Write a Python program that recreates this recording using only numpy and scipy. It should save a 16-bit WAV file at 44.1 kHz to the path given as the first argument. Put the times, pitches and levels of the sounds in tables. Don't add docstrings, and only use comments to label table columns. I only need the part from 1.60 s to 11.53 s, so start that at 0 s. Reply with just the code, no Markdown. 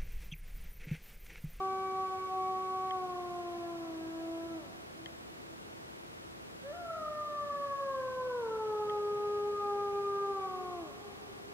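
import sys
import numpy as np
from scipy import signal
from scipy.fft import rfft, irfft, next_fast_len
from scipy.io import wavfile
from scipy.ndimage import uniform_filter1d

SR = 44100
rng = np.random.default_rng(int(sys.argv[2]) if len(sys.argv) > 2 else 0)


def transcribe(signal):
    frames = np.atleast_2d(signal).T
    limited = np.clip(frames, -1, 1)
    pcm = np.round(limited * 32767).astype(np.int16)
    wavfile.write(sys.argv[1], SR, pcm)


N = 437913

# time in seconds, pitch in Hz, relative effort in dB.
FIRST_HOWL_PATH = [(0.0, 382.5, 1), (0.33, 380.2, 0.5), (0.5, 377, -1), (0.78, 375.7, 1.5),
                   (1.31, 375.8, 0), (1.56, 358.5, -0.5), (2.15, 338.4, -.5), (2.36, 323.6, -0.5),
                   (2.72, 330.3, 1), (2.92, 332.3, -1), (2.975, 323.4, -1)]
# time in seconds, pitch in Hz,
# relative effort in dB.
SECOND_HOWL_PATH = [(5.025, 508, -18.5), (5.059, 551.5, -5.5), (5.121, 599, 0), (5.135, 683, -4.5),
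                    (5.185, 711.5, -1.5), (5.27, 669, 0.5), (5.46, 609, -2.5), (5.76, 589.7, -1),
                    (5.961, 570.4, -2), (6.269, 548.5, 1), (6.42, 520, -.5), (6.67, 505.7, 0),
                    (6.78, 484.3, 0.5), (6.871, 447, -1.5), (7.14, 423.5, -0.5), (7.4, 413.8, -0.5),
                    (7.83, 412, 0), (8.7, 398, 1), (8.9, 374.4, -3.5), (9.13, 358, -2), (9.2, 343.9, -1)]
RELEASE_FADE_DB_PER_S = [128, 58]
FOLD_PARTIALS_DB = [0, 5.5, 0.7, -9]
# pitch in Hz, gain of partials two to four in dB.
OVERTONE_RICHNESS = [(270, -15.5), (325, -12.5), (350, -5), (380, 0.3), (410, -2.5), (450, -4), (500, -2),
                     (700, -9)]
# frequency in Hz, gain in dB.
FORMANT_GAIN = [(260, -52), (300, -53), (325, -42.5), (375, -45), (410, -35.5), (520, -39), (640, -44.5),
                (750, -46.5), (860, -47.5), (1000, -51), (1130, -40), (1220, -40.5), (1430, -52.5),
                (1560, -51.5), (1720, -54), (1900, -62), (2100, -79)]
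# frequency in Hz, level against the third partial in dB.
THROAT_GAIN = [(1600, -9), (1720, -23.5), (1900, -41), (2100, -42), (2250, -32.5), (2295, -23.5),
               (2350, -45), (2420, -34.5), (2800, -57), (4000, -54)]
# centre in seconds, partial number,
# depth in dB, half-length (to 1/e of the depth) in seconds.
PARTIAL_FADES = [(.49, 2, -4, .12), (0.498, 1, -1, 0.065), (0.638, 2, -13, 0.044), (0.704, 1, -6, 0.049),
                 (.87, 4, -15, 0.12), (1.052, 2, -8.5, .07), (1.314, 1, -4, 0.028), (2.4, 2, -4, 0.16),
                 (5.76, 1, -8.5, 0.034), (6.18, 1, -15, .025), (7.45, 2, -10, 0.061), (7.949, 2, -9, 0.045),
                 (7.996, 1, -5, 0.073), (8.55, 2, -7, 0.33)]
# frequency in Hz, gain in dB.
NEAR_TREE_GAIN = [(380, -20), (600, -11.5), (800, -3.5), (1130, -8), (1260, -8.5), (1340, -0.5), (1420, -5),
                  (1600, -8.5), (2400, -1)]
# frequency in Hz, gain in dB.
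DEEP_WOOD_GAIN = [(330, -15), (410, -15.5), (600, -16), (800, -14.5), (1150, -19.5), (2400, -20)]
# frequency in Hz, time to fall 60 dB in seconds.
DEEP_WOOD_T60 = [(300, 9.7), (700, 7.9), (1200, 5.1), (3000, 1.5)]
# frequency in Hz, gain in dB.
PORT_SPREAD = [(350, -47), (750, -26), (1100, -18.5), (1400, -27), (2500, -7)]
# time in seconds, nominal peak in dB, gain factor of the brightest modes.
CAMERA_TICKS = [(1.3078, -38, .3), (3.4588, -36, 0.9), (7.296, -39, 0.24)]
# frequency in Hz, relative level in dB, time to fall 60 dB in seconds,
# opposed part against the common part in dB.
CASING_MODES = [(1820, 0, 0.012, -15), (2086, -9, 0.043, -6), (3170, -7.5, 0.02, 11), (3000, -10, 0.012, 7),
                (4360, -2.5, 0.0048, -8), (5400, -15, .003, 0), (6500, -6, 0.0033, 0), (7950, -12, .003, 0)]
# frequency in Hz, relative density in dB per Hz.
COMMON_HUSH = [(15, -43), (30, -19), (50, -12), (90, -5.5), (160, -3.5), (260, -4.5), (400, -5), (650, -11),
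               (1100, -15), (2000, -19), (3100, -22.5), (7000, -28), (15500, -34)]
# frequency in Hz, relative density in dB per Hz.
OPPOSED_HUSH = [(15, -70), (25, -38), (43, -37), (58, -25), (148, -8.5), (227, -4.5), (368, -4.5),
                (421, -2), (495, -7.5), (537, -5), (614, -6), (1300, -10.5), (3620, -19), (9540, -31),
                (15500, -37.5)]
# frequency in Hz, rms level before the microphone in dB.
HUM_LINES = [(59.94, -72.5), (89, -72.5), (119.88, -71.5)]
# frequency in Hz, relative density in dB per Hz.
BUZZ_COLOUR = [(800, -15), (2500, 2.0), (6000, -2.0), (15000, -20)]
# frequency in Hz, gain in dB.
MICROPHONE_GAIN = [(11000, 0.53), (15500, -1.3)]

BREAK_S, HOLLOW_DB = 5.135, -20
RELEASE_S, DROP_HZ_PER_S = 0.137, 560
HELD_DB, SLIDING_DB, HALF_SLIDE_OCTAVES_PER_S = -6, 1, 0.024
CARRY_DB_PER_OCTAVE, MIDDLE_HZ = 6, 420
COMMON_HUSH_DB, OPPOSED_HUSH_DB = -55.5, -49.5
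BAND_EDGE_HZ = 15700


def amp(db):
    return 10 ** (np.asarray(db) / 20)


def evened(x):
    return x / np.sqrt(np.mean(x ** 2) + 1e-20)


def read(points, hz):
    f, value = np.transpose(points)
    return np.interp(np.log(hz + 1), np.log(f + 1), value)


def add(mix, start_s, sound):
    part = mix[max(round(start_s * SR), 0):][:len(sound)]
    part += sound[:len(part)]


def coloured(x, gain_curve):
    gain = amp(read(gain_curve, np.fft.rfftfreq(2 * N, 1 / SR)))
    return irfft(rfft(x, 2 * N) * gain)[:N]


def waver(size, rate_hz):
    hz = np.fft.rfftfreq(next_fast_len(N), 1 / SR)
    bins = rng.standard_normal(len(hz)) + 1j * rng.standard_normal(len(hz))
    curve = irfft(bins * np.exp(-(hz / rate_hz) ** 2), 2 * len(hz))
    return evened(curve)[:size]


def ports(common, opposed):
    return np.array([common + opposed, common - opposed])


def howl(path, fade_db_per_s, jitter=0.0014, jitter_hz=45, flutter_db=0.32, flutter_hz=25,
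         fading_db=4.0, fading_hz=12, count=7):
    s, pitch_hz, effort_db = np.transpose(path)
    t = np.arange(s[0], s[-1] + RELEASE_S, 1 / SR)
    released_s = np.maximum(t - s[-1], 0)
    hz = np.interp(t, s, pitch_hz) - DROP_HZ_PER_S * released_s
    level_db = np.interp(t, s, effort_db) - fade_db_per_s * released_s
    breaks = s[0] < BREAK_S < s[-1]
    hollow_db = HOLLOW_DB * breaks * np.interp(t, [BREAK_S - .01, BREAK_S], [1, 0])
    phase = 2 * np.pi * np.cumsum(hz * (1 + jitter * waver(len(t), jitter_hz))) / SR

    main_db = []
    for k, fold_db in enumerate(FOLD_PARTIALS_DB, 1):
        db = level_db + fold_db + read(FORMANT_GAIN, k * hz)
        if k > 1:
            db = db + read(OVERTONE_RICHNESS, hz)
        if k % 2 == 0:
            db = db + hollow_db
        main_db.append(db)

    voice = np.zeros(len(t))
    for k in range(1, count + 1):
        if k <= len(main_db):
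            db = main_db[k - 1] + faded(t, k) + flutter_db * waver(len(t), flutter_hz)
        else:
            db = main_db[2] + read(THROAT_GAIN, k * hz) + fading_db * waver(len(t), fading_hz)
        voice += np.sqrt(2) * amp(db) * np.sin(k * phase)
    return s[0], voice * signal.windows.tukey(len(t), .004), hz


def faded(t, k):
    return sum(depth_db * np.exp(-((t - s) / half_s) ** 2)
               for s, partial, depth_db, half_s in PARTIAL_FADES if round(partial) == k)


def apart(hz):
    octaves_per_s = np.abs(np.gradient(np.log2(hz))) * SR
    slide = np.abs(uniform_filter1d(octaves_per_s, size=SR // 4))
    sliding = slide / (slide + HALF_SLIDE_OCTAVES_PER_S)
    slide_db = HELD_DB + (SLIDING_DB - HELD_DB) * sliding
    return amp(slide_db + CARRY_DB_PER_OCTAVE * np.log2(hz / MIDDLE_HZ))


def scatter(x, t60_curve, delay_s, rise_s):
    hz, t, noise = signal.stft(rng.standard_normal(3 * SR), SR, nperseg=512)
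    age = np.maximum(t - delay_s, 0)
    shape = (1 - np.exp(-age / rise_s)) * amp(-60 * age / read(t60_curve, hz)[:, None])
    shape /= np.sqrt((shape ** 2).sum(1, keepdims=True) * t[1] * SR)
    response = signal.istft(noise * shape, SR, nperseg=512)[1]
    return signal.fftconvolve(x, response)[:N]


def wolf(near_t60_s=1.04):
    voice, thrown = np.zeros(N), np.zeros(N)
    for path, fade_db_per_s in zip((FIRST_HOWL_PATH, SECOND_HOWL_PATH), RELEASE_FADE_DB_PER_S):
        start_s, note, hz = howl(path, fade_db_per_s)
        add(voice, start_s, note)
        add(thrown, start_s, note * apart(hz))
    near = scatter(coloured(thrown, NEAR_TREE_GAIN), [(1000, near_t60_s)], delay_s=0.011, rise_s=0.014)
    far = scatter(coloured(voice, DEEP_WOOD_GAIN), DEEP_WOOD_T60, delay_s=0.12, rise_s=0.11)
    heard = voice + near + far
    spread = scatter(heard, [(1000, 0.22)], delay_s=.005, rise_s=.01)
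    return ports(heard, coloured(spread, PORT_SPREAD))


def ticks(rise_s=0.00036, bright_hz=4000):
    common, opposed = np.zeros(N), np.zeros(N)
    t = np.arange(SR // 20) / SR
    for s, peak_db, bright in CAMERA_TICKS:
        for hz, db, t60_s, opposed_db in CASING_MODES:
            envelope = amp(peak_db + db - 60 * t / t60_s) * (1 - np.exp(-t / rise_s))
            ring = envelope * np.sin(2 * np.pi * hz * t)
            if hz > bright_hz:
                ring = ring * bright
            arrival_s = s + 2 / hz
            add(common, arrival_s, ring)
            add(opposed, arrival_s, amp(opposed_db) * ring)
    return ports(common, opposed)


def hush():
    common = evened(coloured(rng.standard_normal(N), COMMON_HUSH))
    opposed = evened(coloured(rng.standard_normal(N), OPPOSED_HUSH))
    return ports(amp(COMMON_HUSH_DB) * common, amp(OPPOSED_HUSH_DB) * opposed)


def hum(drift_rad=.25, drift_hz=3):
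    t = np.arange(N) / SR
    lines = np.zeros(N)
    for hz, db in HUM_LINES:
        phase = 2 * np.pi * hz * t + drift_rad * waver(N, drift_hz)
        lines += np.sqrt(2) * amp(db) * np.sin(phase)
    return lines


def buzz(level_db=-80, rate_hz=59.94, first_s=.0079, width_s=.0009):
    period_s = 1 / rate_hz
    from_burst_s = (np.arange(N) / SR - first_s + period_s / 2) % period_s - period_s / 2
    hiss = coloured(rng.standard_normal(N), BUZZ_COLOUR)
    return amp(level_db) * evened(hiss * np.exp(-(from_burst_s / width_s) ** 2))


def scene(lean_db=0.3):
    return wolf() * amp([[lean_db], [-lean_db]]) + ticks() + hush() + hum() + buzz()


def record(dry):
    heard = np.array([coloured(port, MICROPHONE_GAIN) for port in dry])
    band_limit = signal.firwin(1023, BAND_EDGE_HZ, window=("kaiser", 9), fs=SR)
    return signal.oaconvolve(heard, band_limit[None], "same")


dry = scene()
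out = record(dry)
transcribe(out)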